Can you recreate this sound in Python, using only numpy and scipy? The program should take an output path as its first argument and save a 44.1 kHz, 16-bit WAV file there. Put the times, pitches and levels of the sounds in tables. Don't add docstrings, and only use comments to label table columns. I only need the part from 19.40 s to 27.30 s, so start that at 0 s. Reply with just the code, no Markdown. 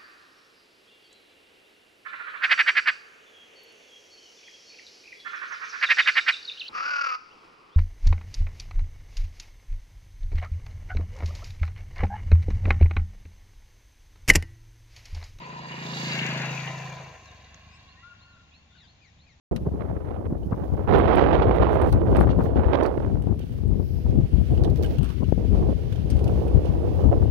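import sys
import numpy as np
from scipy import signal
from scipy.fft import rfft, irfft, next_fast_len
from scipy.io import wavfile
from scipy.ndimage import uniform_filter1d

SR = 44100
rng = np.random.default_rng(int(sys.argv[2]) if len(sys.argv) > 2 else 0)


def materialize(psi):
    bounded = np.clip(np.atleast_2d(psi).T, -1, 1)
    quanta = np.round(bounded * 32767).astype(np.int16)
    wavfile.write(sys.argv[1], SR, quanta)


N = 348390
TIME = np.arange(N) / SR
FFT_SIZE = 2 * next_fast_len(N // 2 + 1)
FREQS = np.maximum(np.fft.rfftfreq(FFT_SIZE, 1 / SR), 1)


def undb(db):
    return np.exp(np.asarray(db) * np.log(10) / 20)


def unit(x):
    return x / np.sqrt(np.mean(x ** 2))


def curves(table):
    times, *columns = np.transpose(table)
    return [np.interp(TIME, times, column) for column in columns]


def response(colour):
    hz, db = np.transpose(colour)
    return undb(np.interp(np.log(FREQS), np.log(hz), db))


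def shaped(x, gain):
    return irfft(rfft(x, FFT_SIZE) * gain)[..., :N]


def noise():
    return rng.standard_normal(N)


def wander(rate_hz):
    return unit(shaped(noise(), np.exp(-.5 * (FREQS / rate_hz) ** 2)))


def stereo_noise(gain, grains=1):
    return np.array([unit(shaped(noise() * grains, gain)) for _ in range(2)])


def panned(x, pan_db):
    return x * undb(np.array([[pan_db], [-pan_db]]) / 2)


def even(x, span_s):
    size = max(int(span_s * SR), 8)
    return x / np.sqrt(uniform_filter1d(uniform_filter1d(x ** 2, size), size) + 1e-12)


def swell(middle_s, length_s):
    return np.exp(-2 * ((TIME - middle_s) / length_s) ** 2)


def puffs(depth_db, rate_hz):
    speed = wander(rate_hz)
    return depth_db * np.minimum(speed, 2 * np.tanh(np.maximum(speed, 0) / 2))


def surges(table, attack_s=0.0071, release_s=0.0093):
    change = np.zeros((len(table[0]) - 2, N))
    for start, length, *strengths in table:
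        during = slice(int(start * SR), int((start + length + release_s) * SR))
        age = TIME[during] - start
        rise, fall = age / attack_s, 1 - (age - length) / release_s
        change[:, during] += np.outer(strengths, np.clip(np.minimum(rise, fall), 0, 1))
    return change


def rumble(colour, level_db, span_s):
    lumps = undb(1.38 * wander(26))
    pressure = even(shaped(noise(), response(colour)), span_s)
    return unit(pressure * lumps) * undb(level_db)


def eddies(colour, level_db, slope_db, burst_db, burst_hz, flutter_db, flutter_hz, knee_hz):
    bursts = even(noise() * undb(puffs(burst_db, burst_hz)), span_s=0.028)
    spectrum = rfft(bursts, FFT_SIZE) * response(colour)
    slope_db = np.minimum(slope_db, 0)
    flutter = puffs(flutter_db, flutter_hz)
    above_knee = np.clip(np.log2(FREQS / knee_hz), 0, 4)
    rush = 0
    for octave in np.arange(9) / 2:
        share = np.maximum(1 - 2 * np.abs(above_knee - octave), 0)
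        band_db = slope_db * octave + flutter * min(octave, 2)
        rush = rush + irfft(spectrum * share)[:N] * undb(band_db)
    core = irfft(spectrum * ((FREQS > 250) & (FREQS < 600)))[:N]
    return rush / np.std(core) * undb(level_db)


REFERENCE_DB = -30.5
# f/Hz, level/dB
LEFT_RUMBLE_COLOUR = [(15, -28.5), (30, -33.5), (48, -1.5), (68, 0.5), (95, -2.5), (135, -9), (200, -18.5),
                      (320, -26), (600, -95)]
LEFT_EDDY_COLOUR = [(90, -25.5), (160, 8), (230, 5.5), (320, 0), (450, -3), (700, 2.5), (1100, 4.5),
                    (2000, -4.5), (4000, -33), (8000, -59)]
# t/s, rumble level/dB, eddy level/dB
LEFT_STRENGTH = [(0.11, -27, -34), (1.154, -28, -39.5), (1.715, -20.5, -30), (2.477, -18.5, -39),
                 (2.798, -17, -26), (3.339, -22.5, -41.5), (3.481, -27, -50), (3.683, -19.5, -32.5),
                 (4.078, -25.5, -41), (5.309, -15, -33), (5.684, -23.5, -37.5), (6.14, -14.5, -29.5),
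                 (6.528, -23.5, -49.5), (6.717, -18, -33.5), (7.401, -22, -44), (7.896, -11.5, -33)]


def left_wind(rumble_lift, eddy_lift, drop_db, slope_db):
    rumble_db, eddy_db = curves(LEFT_STRENGTH)
    puff_db = puffs(depth_db=1.97, rate_hz=20) - drop_db
    eddy_db = eddy_db + eddy_lift + puff_db
    slope_db = slope_db + 0.27 * (eddy_db - REFERENCE_DB)
    low = rumble(LEFT_RUMBLE_COLOUR, rumble_db + rumble_lift + puff_db, span_s=0.046)
    return low + eddies(LEFT_EDDY_COLOUR, eddy_db + 0.65, slope_db, burst_db=5.5, burst_hz=69,
                        flutter_db=3.5, flutter_hz=35, knee_hz=376)


# f/Hz, level/dB
RIGHT_RUMBLE_COLOUR = [(15, -24), (30, -25.5), (50, -0.5), (75, 4), (110, -8.5), (160, -4.5), (240, -10.5),
                       (400, -23.5), (700, -68)]
RIGHT_EDDY_COLOUR = [(90, -50), (160, -26.5), (230, -6.5), (320, 1), (450, 1.5), (700, 2), (1100, -0.5),
                     (1700, -5), (3850, -13.5), (4300, -19.5), (5200, -25.5), (8000, -44)]
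# t/s, rumble level/dB, eddy level/dB
RIGHT_STRENGTH = [(0.113, -45, -33.5), (0.696, -59, -35), (1.06, -42, -36), (1.468, -48, -30.5),
                  (1.479, -18, -18), (1.58, -20.5, -13.5), (1.65, -23.5, -15.5), (2.04, -29.5, -20),
                  (2.13, -25.5, -19), (2.46, -23.5, -19.5), (2.56, -27, -25), (2.77, -20.5, -21),
                  (2.93, -28.5, -26), (3.132, -32, -25), (3.362, -28.5, -21), (3.47, -35, -21),
                  (3.53, -31, -26), (3.752, -33, -33.5), (4.086, -35.5, -43), (5.066, -34.5, -39),
                  (5.14, -27, -30.5), (5.265, -29, -22), (5.524, -28.5, -30.5), (5.63, -37, -41),
                  (5.8, -61, -61), (5.83, -40, -48), (5.98, -29, -34.5), (6.02, -37, -31.5),
                  (6.627, -35.5, -36), (6.83, -25.5, -26), (6.95, -27, -25), (7.5, -30, -27.5),
                  (7.902, -34, -30)]
# middle t/s, length/s, level/dB
LOW_PUFFS = [(0.107, 0.049, -26), (0.222, 0.028, -22), (0.275, 0.046, -32), (0.33, 0.029, -30),
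             (0.513, 0.03, -31), (0.585, 0.0083, -30), (0.794, .012, -31), (0.89, .025, -28),
             (0.923, 0.065, -34), (1.006, 0.014, -25), (1.068, 0.016, -20), (1.11, 0.026, -29),
             (1.21, 0.061, -34), (1.33, 0.02, -22)]
# t/s, puff depth/dB, flutter/(dB per octave)
AIR_UNSTEADINESS = [(.2, 1, 2.2), (1.44, 4, 1.3), (1.5, -0.35, 0.9), (2.4, 0.5, 1.4), (2.7, 0.5, 2.6),
                    (3.35, 0.9, 1.0), (4.1, 0, 7.5), (6.6, 0, -2.8), (6.9, 1.2, 2), (7.7, 1.5, 2.5)]


def right_wind(lift_db, slope_db, rasp):
    rumble_db, eddy_db = curves(RIGHT_STRENGTH)
    depth_db, flutter_db = curves(AIR_UNSTEADINESS)
    eddy_db = eddy_db + lift_db
    slope_db = slope_db + rasp + 0.28 * (eddy_db - REFERENCE_DB)
    puff_db = puffs(depth_db, rate_hz=11)
    push = undb(rumble_db) + sum(undb(db) * swell(s, length) for s, length, db in LOW_PUFFS)
    low = push * rumble(RIGHT_RUMBLE_COLOUR, lift_db + puff_db, span_s=0.011)
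    eddy_db = eddy_db + puff_db + 0.65 * rasp
    return low + eddies(RIGHT_EDDY_COLOUR, eddy_db, slope_db, burst_db=3, burst_hz=210,
                        flutter_db=flutter_db, flutter_hz=140, knee_hz=422.4)


# start t/s, length/s, left rumble lift/dB, left eddy lift/dB, right lift/dB
GUSTS = [(.1, 0.027, 1.5, -1, 8.5), (.247, 0.026, 4, 5.5, 7), (.842, 0.17, 2, -1, 2),
         (.9, 0.043, -11, 9, 2.5), (1.105, 0.043, -2, 6.5, 3), (1.311, 0.045, 8.5, 0, 0),
         (1.551, 0.12, 5.5, 4, -2.5), (2.05, 0.066, 3, 8, 2.5), (2.526, 0.053, 7, 8, 3),
         (2.746, 0.16, 3.5, 3, -1.5), (2.982, 0.028, -10, 9.5, -0.5), (3.153, 0.043, 7, 13.5, 2.5),
         (3.251, 0.049, 8, 1, 0), (3.865, 0.066, 3.5, 11, 2), (4.225, 0.21, 2, 9, 1.5),
         (4.235, .1, 5, 1.5, 0), (4.647, 0.16, 4.5, 7, 8.5), (4.917, 0.11, 5.5, 5, 1),
         (5.1, 0.037, 1.5, 8.5, 4.5), (5.298, 0.055, 4, -4, -3), (5.577, 0.06, 5, 6, -4),
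         (5.805, 0.03, -2, 11, 8), (5.985, 0.051, -6, -7, 3.5), (6.055, 0.057, 3, -6, -2.5),
         (6.118, 0.21, 1.5, 3, 6), (6.22, 0.015, -6, -5, 8), (6.28, 0.052, -1.5, 7.5, 3.5),
         (6.709, 0.054, 6, 1, -1.5), (7.135, 0.048, 10.5, 7, -1.5), (7.28, 0.039, 5.5, -4, -0.5),
         (7.63, 0.076, 3.5, 11, 1.5), (7.712, 0.062, -1.5, 4, 8)]
# start t/s, length/s, left drop/dB, right drop/dB
AIR_LULLS = [(.16, 0.1, 5.5, 6.5), (.292, 0.021, 7, 8), (.575, 0.023, 12, 5.5), (.597, .045, 1, 1),
             (.872, 0.013, -1, 12), (.975, 0.08, 3, 3), (1.036, 0.069, 3, 6), (1.152, 0.0094, 4, 2),
             (1.24, 0.037, 6, 4), (1.352, 0.011, 1, 14), (1.617, 0.0093, 1, 2), (2.046, 0.016, 3, 5.5),
             (2.505, 0.014, -2, 11), (3.135, 0.021, 4, 4), (3.585, .008, 0, 5), (4.043, 0.047, 6.5, 5.5),
             (4.805, 0.11, 1, -4), (4.862, 0.058, 12, 3), (5.05, 0.036, 6, 1), (5.34, 0.036, 5.5, 8),
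             (5.505, 0.058, 8, -3), (5.77, 0.039, -1.5, 3), (5.9, 0.074, 1.5, 9), (6.332, 0.03, 0, 6),
             (7.59, 0.038, 2, -3.5), (7.782, 0.02, 13.5, 1)]
# start t/s, length/s, left slope lift/(dB per octave), right slope lift/(dB per octave)
AIR_RASPS = [(.396, 0.028, 4, 3.5), (.452, 0.013, 6, 2), (.483, 0.02, 8, 1), (.7, .016, 2, 2.5),
             (.74, .03, 2, 2), (0.852, 0.014, 8, 5), (.945, 0.007, 9, 1.5), (1.116, 0.028, 9.5, 0),
             (1.373, 0.0074, 3, 2), (1.425, 0.026, 1, 1.5), (1.474, 0.0025, 0, 2.5),
             (1.535, .028, -6, 1.34), (1.71, 0.033, -1, 0.56), (1.768, 0.029, 6, 1.5),
             (1.815, 0.015, -1, 1.5), (1.929, 0.025, -1, 2.5), (2.02, 0.015, 0, 2.6),
             (2.07, 0.039, 10.5, -2), (2.22, 0.016, -7, 2), (2.256, .02, -3, 0.5), (2.35, 0.023, -4, 0.5),
             (2.609, 0.012, 0, 3), (2.748, 0.1, 1, 4.5), (2.869, 0.014, 2, 5.5), (2.888, .006, 4, 6),
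             (2.918, 0.015, 0, 2.5), (3.003, 0.013, 9.5, 4.5), (3.046, 0.027, 3, 3.5),
             (3.233, 0.032, -3, 1), (3.331, 0.018, 7, 4.5), (3.35, 0.0068, -4, 5.5), (3.4, .014, 10, 2.5),
             (3.424, 0.0073, 9, 2.5), (3.452, 0.0041, 10, 3.5), (3.574, 0.0087, -2, 4.5),
             (3.601, 0.037, -5, 3), (3.645, 0.0046, 0, 5.5), (5.805, .045, -2.5, 3), (7.713, 0.025, -2, 4),
             (7.812, 0.018, -8, 5)]
# t/s, left/(dB per octave), right/(dB per octave)
TREBLE_SLOPE = [(.28, -16.5, -15), (.45, -17.5, -10), (.73, -18, -8), (.88, -20.5, -14.5),
                (1.03, -16.5, -13), (1.25, -20, -10), (1.45, -20.5, -11.5), (1.9, -30, -10.5),
                (2.42, -22, -12), (2.56, -17, -15), (3.1, -21.5, -16.5), (3.2, -24, -12), (3.4, -17, -12),
                (4.4, -25.5, -20), (5.3, -25.5, -21), (7.6, -18, -18), (7.73, -20, -20)]


def wind():
    rumble_lift, eddy_lift, right_lift = surges(GUSTS)
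    left_drop, right_drop = surges(AIR_LULLS)
    left_rasp, right_rasp = surges(AIR_RASPS, attack_s=0.0015, release_s=0.0015)
    left_slope, right_slope = curves(TREBLE_SLOPE)
    left = left_wind(rumble_lift, eddy_lift, left_drop, left_slope + left_rasp)
    right = right_wind(right_lift - right_drop, right_slope, right_rasp)
    return np.array([left, right])


# t/s, level/dB
GRASS_LEVEL = [(.11, -62.5), (1.2, -75), (3.6, -58), (4.3, -59), (5.1, -52), (5.7, -53), (7.0, -50.5),
               (7.9, -52.5)]
# f/Hz, level/dB
GRASS_COLOUR = [(100, 9.5), (600, -10), (1400, 1), (2200, 1.5), (3000, 2), (3900, -3), (4900, -4.5),
                (6500, -11.5), (9000, -14), (12000, -18), (16000, -4)]


def field_hiss(left_db, flicker_db):
    level_db, = curves(GRASS_LEVEL)
    colour = response(GRASS_COLOUR)
    air = np.array([unit(shaped(noise(), colour)) * undb(flicker_db * wander(11)) for _ in range(2)])
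    return air * undb(level_db) * undb([[left_db], [0]])


def microphone_hiss():
    return np.array([noise(), noise()]) * undb([[-78], [-69]])


TUBE_PITCH_HZ = 3010
# f/Hz, width/Hz, level/dB
TUBE_TONES = [(1570, 540, 6), (2920, 1460, 11), (4240, 300, 0.5), (6200, 590, -16)]


def tube_body(hz, pitch_hz=TUBE_PITCH_HZ, ring=1):
    return sum(undb(db) / (1 + 2j * (hz - f * pitch_hz / TUBE_PITCH_HZ) * ring / width)
               for f, width, db in TUBE_TONES)


# t/s, knock level/dB, tick level/dB, pan/dB, pitch f/Hz, ring time/(that of a held tube)
TUBE_HITS = [(0.162, -38, -53, -6, 2690, 1), (1.032, -59, -72, -9, 3080, 8),
             (1.587, -61, -51.5, -2, 2940, 1), (1.757, -70, -47.5, -3, 2920, 1),
             (2.417, -50, -55.5, 13, 2940, 1), (2.526, -40.5, -45.5, -2, 4050, 1.5),
             (2.767, -41, -50, -2, 2940, 1), (2.806, -44, -50, 9, 2940, 1), (2.818, -50, -55, 7, 2940, 1),
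             (3.433, -43, -52, -3, 4700, 3), (3.462, -43, -51, -3, 4600, 3), (3.822, -53, -57, -2, 3000, 1),
             (3.993, -52, -53, -9, 2960, 2), (4.279, -59, -63, 3, 2940, 1), (5.176, -46, -64, -6, 3130, 3),
             (5.237, -44.5, -56, -9, 4200, 1.2), (5.246, -39, -59, -6, 3540, 2.5),
             (5.3, -56, -56, -15, 4470, 2), (5.359, -53, -61, -18, 2940, 1),
             (5.426, -49, -56, -18, 3940, 1), (5.444, -36.5, -54, -6, 3070, 14),
             (5.461, -42, -65, 3, 2940, 2), (5.584, -40, -52, -1, 2930, 4), (5.63, -47, -53, 12, 2860, 2),
             (5.644, -46, -52, 6, 2850, 1), (5.691, -45, -62, 2, 2900, 1.5), (5.842, -48, -72, -9, 2960, 7),
             (6.525, -43, -60, -6, 3100, 2), (6.559, -51, -66, -13, 3200, 3),
             (6.702, -40.5, -53, 2, 5200, 1), (6.709, -47, -57, -1, 5700, 1), (6.769, -51, -65, 1, 2920, 1),
             (6.792, -45.5, -64, 1, 2940, 1), (6.842, -46.5, -54, -5, 4800, 1.5),
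             (6.878, -41.5, -53, -1, 2800, 4), (7.005, -51, -70, -4, 2780, 6),
             (7.081, -50, -67, 10, 2740, 4), (7.255, -45.5, -74, 2, 2860, 4)]


def tube_clicks(knock_s, tick_s, knock_trim_db, tick_trim_db):
    t = TIME[:8192]
    hz = np.fft.rfftfreq(len(t), 1 / SR)
    snap = 1 + undb(-1) * np.exp(-t / 0.00096)
    treble_only = (1j * hz / (5000 + 1j * hz)) ** 2
    onset = t < .008
    clicks = np.zeros((2, N + len(t)))
    for s, knock_db, tick_db, pan_db, pitch_hz, ring in TUBE_HITS:
        contact, grit = rng.standard_normal((2, 2, len(t))) * snap
        knock = irfft(rfft(contact * np.exp(-t / knock_s)) * tube_body(hz, pitch_hz, ring))
        tick = irfft(rfft(grit * np.exp(-t / tick_s)) * treble_only)
        knock *= undb(knock_db + knock_trim_db) / np.std(knock[:, onset])
        tick *= undb(tick_db + tick_trim_db) / np.std(tick[:, onset])
        start = int(s * SR)
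        clicks[:, start:start + len(t)] += panned(knock + tick, pan_db)
    return clicks[:, :N]


# t/s, left push level/dB, width/ms, right minus left/dB, damping (more stops the ringing sooner)
AIR_SLAPS = [(0.271, -12.5, 0.72, 1, 0.69), (0.926, -18, 0.65, 6, 1), (1.127, -12, 0.85, 0.5, 0.98),
             (2.812, -1, 0.17, -21, 1), (3.159, -5.5, 0.4, -32, 1), (4.787, -4, 0.78, -18, 0.89),
             (5.925, 1.5, 0.41, -25, 1), (5.979, -8.5, 0.48, -32, 0.73), (7.141, -4, 3, -29, 0.39),
             (7.664, -3.5, 2.4, -33, 0.27), (7.857, -11, 0.36, -28, 0.89)]


def wind_slaps(ring_hz):
    w = 1j * FREQS / ring_hz
    slaps = 0
    for s, db, width_ms, right_db, damping in AIR_SLAPS:
        push = np.exp(-.5 * ((TIME - s) * 1000 / width_ms) ** 2)
        bass_cut = w ** 2 / (w ** 2 + damping * w + 1)
        slaps = slaps + undb([[db], [db + right_db]]) * shaped(push, bass_cut)
    return slaps


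# middle t/s, length/s, level/dB, pan/dB
SHOE_SCUFFS = [(1.303, 0.49, -64, -15), (2.167, 0.025, -54, -4), (2.341, 0.054, -50, -3),
               (2.493, 0.066, -49.5, -4), (2.79, 0.14, -54, -8), (3.033, 0.066, -51, -7),
               (4.118, 0.19, -58, -5), (5.055, 0.24, -59, 1), (5.374, .02, -52, -14),
               (5.439, 0.02, -42.5, -12), (5.526, 0.062, -53, -16), (6.92, 0.3, -55.5, -4),
               (7.587, 0.11, -55, -8)]


def shoes(grain_db, trim_db):
    colour = response([(300, -21.5), (1500, 13), (4000, 6.5), (7000, 1), (12000, -3), (16000, 17)])
    grit = stereo_noise(colour, grains=undb(grain_db * wander(500)))
    return grit * sum(panned(undb(db + trim_db) * swell(s, length), pan_db)
                      for s, length, db, pan_db in SHOE_SCUFFS)


# middle t/s, length/s, level/dB
BUNDLE_SWINGS = [(2.452, 1, -53), (4.052, 0.098, -55), (4.946, 0.27, -59), (5.61, 0.23, -51),
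                 (6.624, 0.25, -54)]


def bundle(grain_db, sway_db, left_db, taps_per_s, tap_s, tap_db):
    motion = sum(undb(db) * swell(s, length) for s, length, db in BUNDLE_SWINGS)
    body = tube_body(FREQS) ** 2
    slips = undb(grain_db * wander(300) + sway_db * wander(14))
    rub = stereo_noise(body, grains=slips)
    contacts = (rng.random(N) < taps_per_s / SR).astype(float)
    fades = signal.lfilter([1], [1, -np.exp(-1 / (tap_s * SR))], contacts)
    taps = unit(shaped(noise() * fades, body))
    return (rub + taps * undb(tap_db)) * motion * undb([[left_db], [0]])


# f/Hz, level/dB
DUST_COLOUR = [(2500, -23), (4200, -1), (5200, 5.5), (7000, -16), (10000, -13), (13500, 4), (16000, 7.5)]


def sole_slide(middle_s, length_s, level_db, pan_db):
    dust = stereo_noise(response(DUST_COLOUR))
    return panned(dust * undb(level_db) * swell(middle_s, length_s), pan_db)


# middle t/s, length/s, level/dB, pan/dB
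TUBE_SKIDS = [(5.633, 0.0073, -47, 9), (5.649, 0.021, -45, -4), (5.709, 0.043, -48, -5)]
# f/Hz, level/dB
SCRAPE_COLOUR = [(500, -5), (1000, 2), (1380, -1), (2000, -17), (2850, -8), (4500, -19), (9000, -25)]


def tube_skids(grain_db):
    scrape = stereo_noise(response(SCRAPE_COLOUR), grains=undb(grain_db * wander(300)))
    return scrape * sum(panned(undb(db) * swell(s, length), pan_db)
                        for s, length, db, pan_db in TUBE_SKIDS)


def scene():
    work = tube_clicks(knock_s=0.0076, tick_s=0.0035, knock_trim_db=-5, tick_trim_db=-3.5)
    work += bundle(grain_db=3, sway_db=6, left_db=-16, taps_per_s=8.7, tap_s=0.004, tap_db=-15.5)
    work += shoes(grain_db=5, trim_db=2)
    work += sole_slide(middle_s=4.52, length_s=0.21, level_db=-58, pan_db=-12)
    work += tube_skids(grain_db=3.5)
    hiss = microphone_hiss()
    air = wind() + wind_slaps(ring_hz=69) + field_hiss(left_db=-8.5, flicker_db=1.5)
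    return air + work + hiss


# f/Hz, left level/dB, right level/dB
PORT_TREBLE = [(5040, 0, 1), (6350, -3, 3), (7500, -4, -4.5), (8540, 11, -10), (9800, 5.5, -1.5),
               (11140, 8, 3.5), (13000, -3.5, 1), (15750, -9.5, -11)]


def record(dry):
    start_s, top_hz = 0.112, 15800
    hz, *ports_db = np.transpose(PORT_TREBLE)
    coloured = np.array([shaped(side, response(np.c_[hz, db])) for side, db in zip(dry, ports_db)])
    rounded = coloured / (1 + (coloured / .9) ** 6) ** (1 / 6)
    fade_in = np.clip((TIME - start_s) / .002, 0, 1)
    top_cut = signal.ellip(10, .2, 80, top_hz, fs=SR, output="sos")
    return signal.sosfilt(top_cut, rounded * fade_in)


dry = scene()
out = record(dry)
materialize(out)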